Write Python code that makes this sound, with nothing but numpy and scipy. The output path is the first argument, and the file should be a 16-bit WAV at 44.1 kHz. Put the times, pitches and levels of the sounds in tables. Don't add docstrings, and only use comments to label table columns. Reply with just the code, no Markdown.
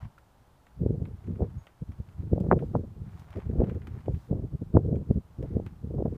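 import sys
import numpy as np
from scipy import signal
from scipy.fft import rfft, irfft
from scipy.io import wavfile

SR = 44100
rng = np.random.default_rng(int(sys.argv[2]) if len(sys.argv) > 2 else 0)


def transcribe(signal):
    frames = np.atleast_2d(signal).T
    limited = np.clip(frames, -1, 1)
    pcm = np.round(limited * 32767).astype(np.int16)
    wavfile.write(sys.argv[1], SR, pcm)


N = 272097

# (frequency [Hz], relative level [dB])
CRISP_EDGE = [(1500, -13), (3500, -1), (6500, -5.5), (10000, -10.5), (15000, -9)]


def undb(db):
    return 10 ** (np.asarray(db) / 20)


def unit(x):
    return x / np.sqrt(np.mean(x ** 2))


def add(out, sound, start_s):
    start = int(round(start_s * SR))
    first, last = max(start, 0), min(start + len(sound), N)
    out[first:last] += sound[first - start:last - start]


def colour(x, points):
    hz, db = np.transpose(points)
    f = np.fft.rfftfreq(len(x), 1 / SR)
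    gain = undb(np.interp(np.log(f + 1), np.log(hz), db))
    return irfft(rfft(x) * gain, len(x))


def swell(peak_s, db, rise_s, fall_s):
    t = np.arange(N) / SR - peak_s
    distance = np.abs(t) / np.where(t < 0, rise_s, fall_s)
    return undb(db) * 2 ** (-2 * np.minimum(distance, 5) ** 2)


def together(gains):
    return np.sqrt(sum(gain ** 2 for gain in gains))


def db_at(gain, s):
    return 20 * np.log10(gain[int(np.clip(s * SR, 0, N - 1))] + 1e-9)


def turbulence(x, edge_hz, low_cut_hz=55, roll=1.053):
    f = np.fft.rfftfreq(len(x), 1 / SR)
    rise = (f / low_cut_hz) ** 3
    low_cut = rise / np.hypot(1, rise)
    eddy_loss = undb(-20 * (f / edge_hz) ** roll)
    return irfft(rfft(x) * low_cut * eddy_loss, len(x))


def buffets(flow, uneven_db=4.5, lump_s=0.0062, size=8192):
    # (time [s], level [dB], length [s], frequency where small eddies are 20 dB down [Hz])
    strong_puffs = [(0.049, -36.5, 0.035, 177), (0.83, -25.5, 0.027, 398), (.865, -26, 0.02, 460),
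                    (0.912, -28, 0.032, 393), (1.021, -30, 0.032, 460), (1.142, -33, 0.011, 219.5),
                    (1.303, -30, 0.045, 352), (1.424, -23.5, 0.032, 620), (1.562, -36.5, 0.057, 183),
                    (1.825, -28.5, 0.0087, 262), (1.907, -35, 0.031, 224), (1.999, -29.5, .013, 282),
                    (2.197, -28, .012, 195), (2.238, -34, .011, 394), (2.333, -17, .015, 389.5),
                    (2.409, -25, 0.019, 523), (2.488, -23.5, 0.009, 381.5), (2.527, -17, 0.019, 758),
                    (2.561, -23.5, 0.025, 522.5), (2.632, -28, 0.015, 526), (2.756, -23, 0.018, 742),
                    (2.784, -27.5, 0.033, 379), (2.846, -34, .01, 507), (3.019, -30.5, 0.0052, 256),
                    (3.374, -30.5, 0.022, 509), (3.467, -25.5, 0.0076, 288), (3.5, -23, 0.0092, 377),
                    (3.618, -23, 0.036, 600), (3.763, -30, 0.019, 422), (4.096, -27.5, 0.032, 423),
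                    (4.155, -27.5, 0.035, 228), (4.336, -24, 0.037, 493), (4.444, -30, 0.014, 451),
                    (4.54, -27.5, .021, 390), (4.625, -27, 0.011, 399), (4.748, -18.5, 0.0074, 448.5),
                    (4.772, -14.5, 0.028, 514.5), (4.857, -25, 0.0083, 398), (4.933, -23.5, 0.048, 456.5),
                    (5.109, -17.5, 0.016, 423.5), (5.169, -23, .025, 286), (5.398, -29.5, 0.018, 359),
                    (5.441, -29.5, 0.017, 600), (5.569, -25.5, 0.035, 427), (5.843, -32, 0.015, 352),
                    (5.945, -29.5, 0.013, 487)]
    out = np.zeros(N)
    t = (np.arange(size) - size / 2) / SR
    for s, db, length_s, edge_hz in strong_puffs + flutter(flow):
        air, chance = rng.standard_normal((2, size))
        if s * SR >= N:
            continue
        shape = 2 ** (-2 * (t / length_s) ** 2)
        lumps_db = uneven_db * np.interp((t - t[0]) / lump_s, np.arange(size), chance)
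        puff = turbulence(air * undb(lumps_db) * shape, edge_hz)
        puff_gain = np.sqrt(np.mean(shape ** 2)) * undb(db)
        add(out, unit(puff) * puff_gain, s + t[0])
    return out


def flutter(flow, count=220):
    gap_s, length_s, jitter = .034, .011, .5
    over_flow_db, scatter_db = 1.57, 2.5
    typical_edge_hz, typical_db, edge_power = 475, -29.5, 0.58
    rows = []
    for k, (late, strength) in enumerate(rng.uniform(-0.958, 1, (count, 2))):
        s = (k + jitter * late) * gap_s
        db = db_at(flow, s) + over_flow_db + scatter_db * strength
        edge_hz = max(typical_edge_hz * undb(edge_power * (db - typical_db)), 100)
        rows.append((s, db, length_s, edge_hz))
    return rows


def vortices(sharpness=4.15, size=8192):
    # (time [s], peak level before the random lean [dB], pitch [Hz])
    hard_snaps = [(.8636, -15, 300), (.9077, -17, 260), (1.4072, -20, 360), (1.4223, -22, 420),
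                  (2.3330, -11, 290), (2.3806, -20, 390), (2.5146, -3.5, 790), (2.5253, -17, 950),
                  (2.5309, -7, 440), (2.6256, -25, 410), (2.7532, -13, 540), (3.5970, -15, 55),
                  (3.6043, -14, 300), (3.6190, -13, 380), (4.0831, -16, 360), (4.3295, -18, 320),
                  (4.7700, -13, 640), (4.7722, -5, 360), (5.1109, -19, 250), (5.5690, -17, 290),
                  (5.6001, -22, 350), (6.0245, -16, 330), (6.0586, -16, 370)]
    out = np.zeros(N)
    t = (np.arange(size) - size / 2) / SR
    for s, db, hz in hard_snaps:
        spike = (1 - 2j * np.pi * hz * t / sharpness) ** -(sharpness + 1)
        lean = np.exp(1j * rng.standard_normal() / 2)
        add(out, -undb(db) * (spike * lean).real, s + t[0])
    return out


def breeze(flow, reach_hz=290, under_flow_db=-6.5):
    rumble = unit(turbulence(rng.standard_normal(N), reach_hz))
    return rumble * flow * undb(under_flow_db)


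def stalks(rustle, snap_s=0.0035, settle_s=0.028, settle_db=-15, level_db=-2.0, size=8192):
    # (time [s], level [dB], crisp treble relative to it [dB])
    clear_ticks = [(0.037, -58, -28), (0.183, -57.5, -8), (.667, -54, -14), (1.054, -49, -24),
                   (1.669, -45.5, -32), (1.919, -55.5, -11), (2.088, -56.5, -14), (2.402, -65, 7.5),
                   (2.59, -46, -36.5), (2.765, -67.5, 4), (3.195, -62, 4), (3.328, -48, -28),
                   (3.401, -49.5, -28), (3.642, -52, -19), (3.696, -44.5, -18), (3.818, -50.5, -25),
                   (3.871, -43.5, -14), (4.059, -54.5, -15.5), (4.145, -53, -27), (4.957, -56, -10),
                   (5.426, -54.5, -7), (5.664, -44.5, -15)]
    # (frequency [Hz], relative level [dB])
    crack_colour = [(300, -12), (700, -0.5), (1400, 1), (2200, -1.5), (3200, -8.5), (5000, -31.5),
                    (15000, -43.5)]
    out = np.zeros(N)
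    t = np.arange(size) / SR
    decay = np.exp(-t / snap_s) + undb(settle_db) * np.exp(-t / settle_s)
    for s, db, crisp_db in clear_ticks + faint_ticks(rustle):
        body, fibres = rng.standard_normal((2, size))
        tick = unit(colour(body, crack_colour)) + undb(crisp_db) * unit(colour(fibres, CRISP_EDGE))
        add(out, tick * decay * undb(db + level_db), s)
    return out


def faint_ticks(rustle, count=30, over_rustle_db=5, crisp_db=-8.5):
    times_s = rng.random(count) * N / SR
    return [(s, db_at(rustle, s) + over_rustle_db, crisp_db) for s in times_s]


def grass(rustle, crisp, touches_per_s=1700, bigger_db=3.5, cluster_db=2.5, cluster_s=.014):
    # (frequency [Hz], relative level [dB])
    blade_colour = [(300, -13), (700, 8), (1300, 3), (2200, -4), (3500, -15.5), (7000, -25), (15000, -39.5)]
    contacts = (rng.random(N) < touches_per_s / SR) * np.sign(rng.standard_normal(N))
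    sizes = undb(bigger_db * np.minimum(rng.exponential(size=N), 5))
    cluster_steps = np.arange(N) / SR / cluster_s
    clusters = undb(cluster_db * np.interp(cluster_steps, np.arange(N), rng.standard_normal(N)))
    touching = unit(colour(contacts * sizes * clusters, blade_colour))
    sliding = unit(colour(rng.standard_normal(N), CRISP_EDGE))
    return touching * rustle + sliding * crisp


def pings(size=8192):
    # (time [s], pitch [Hz], starting level [dB], fading time [s])
    thin_tones = [(0.18, 1395, -45.5, 0.004), (1.582, 6630, -67.5, 0.033), (4.76, 7580, -83, 0.032)]
    out = np.zeros(N)
    t = np.arange(size) / SR
    for s, hz, db, fade_s in thin_tones:
        add(out, undb(db) * np.sin(2 * np.pi * hz * t) * np.exp(-t / fade_s), s)
    return out


def open_air(hush_db=-60.5, hiss_db=-75.5):
    # (frequency [Hz], relative level [dB])
    hush_colour = [(25, -10), (60, 0), (125, -6), (250, -14), (480, -18), (850, -15), (1400, -23),
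                   (2500, -36), (6000, -60)]
    # (frequency [Hz], relative level [dB])
    hiss_colour = [(500, -13.5), (3000, 5), (6000, 0), (15000, -3.5)]
    far, own = rng.standard_normal((2, N))
    hush = unit(colour(far, hush_colour)) * undb(hush_db)
    hiss = unit(colour(own, hiss_colour)) * undb(hiss_db)
    return hush + hiss


def scene():
    # (peak time [s], level [dB], rise [s], fall [s])
    gusts = [(.87, -31.5, 0.085, 0.27), (1.36, -37, .08, 0.18), (1.94, -51, 0.083, 0.048),
             (2.41, -30, 0.18, 0.41), (3.09, -41.5, 0.28, 0.14), (3.621, -28.5, 0.17, 0.16),
             (3.919, -37, 0.17, 0.099), (4.391, -31.5, 0.044, 0.098), (4.9, -32.5, 0.23, 0.21),
             (5.54, -34.5, 0.1, .2), (6.052, -27, 0.19, 0.12)]
    # (peak time [s], level [dB], rise [s], fall [s])
    light_air = (2, -49, 0.1, 7.4)
    # (peak time [s], level [dB], rise [s], fall [s], crisp treble relative to it [dB])
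    swishes = [(0.041, -57, 0.057, 0.029, -30), (1.3, -67, 0.17, 0.33, -26),
               (1.67, -68.5, 0.18, 0.045, -15), (2.1, -71.5, 0.46, 0.81, -14),
               (2.65, -72.5, 0.25, 0.14, -3.5), (3.2, -64, 0.19, 0.097, -11),
               (3.361, -59.5, 0.14, 0.15, -30.5), (3.681, -61, 0.2, 0.16, -32),
               (3.95, -61.5, 0.058, 0.13, -22), (4.2, -66.5, 0.14, 0.12, -6.5),
               (5.502, -68.5, 0.23, 0.27, -23), (6.15, -68.5, 0.099, .1, -16)]
    # (frequency [Hz], level [dB])
    port_colour = [(40, -3.5), (95, 1), (170, 1), (280, -4), (460, 3), (700, -2.5), (950, -7), (2000, 0.5)]
    flow = together(swell(*gust) for gust in gusts + [light_air])
    swish_gains = [(swell(*shape), crisp_db) for *shape, crisp_db in swishes]
    rustle = together(gain for gain, _ in swish_gains)
    crisp = together(gain * undb(crisp_db) for gain, crisp_db in swish_gains)
    wind = colour(buffets(flow) + breeze(flow), port_colour) + vortices()
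    garden = stalks(rustle) + grass(rustle, crisp) + pings() + open_air()
    return (wind + garden)[None]


def record(dry, top_hz=15300, fade_s=.004):
    to_nearest_end = np.minimum(np.arange(N), np.arange(N)[::-1])
    fade = np.minimum(1, to_nearest_end / (fade_s * SR))
    low_pass = signal.ellip(10, .1, 70, top_hz, fs=SR, output="sos")
    return signal.sosfilt(low_pass, dry * np.sin(np.pi / 2 * fade) ** 2)


dry = scene()
out = record(dry)
transcribe(out)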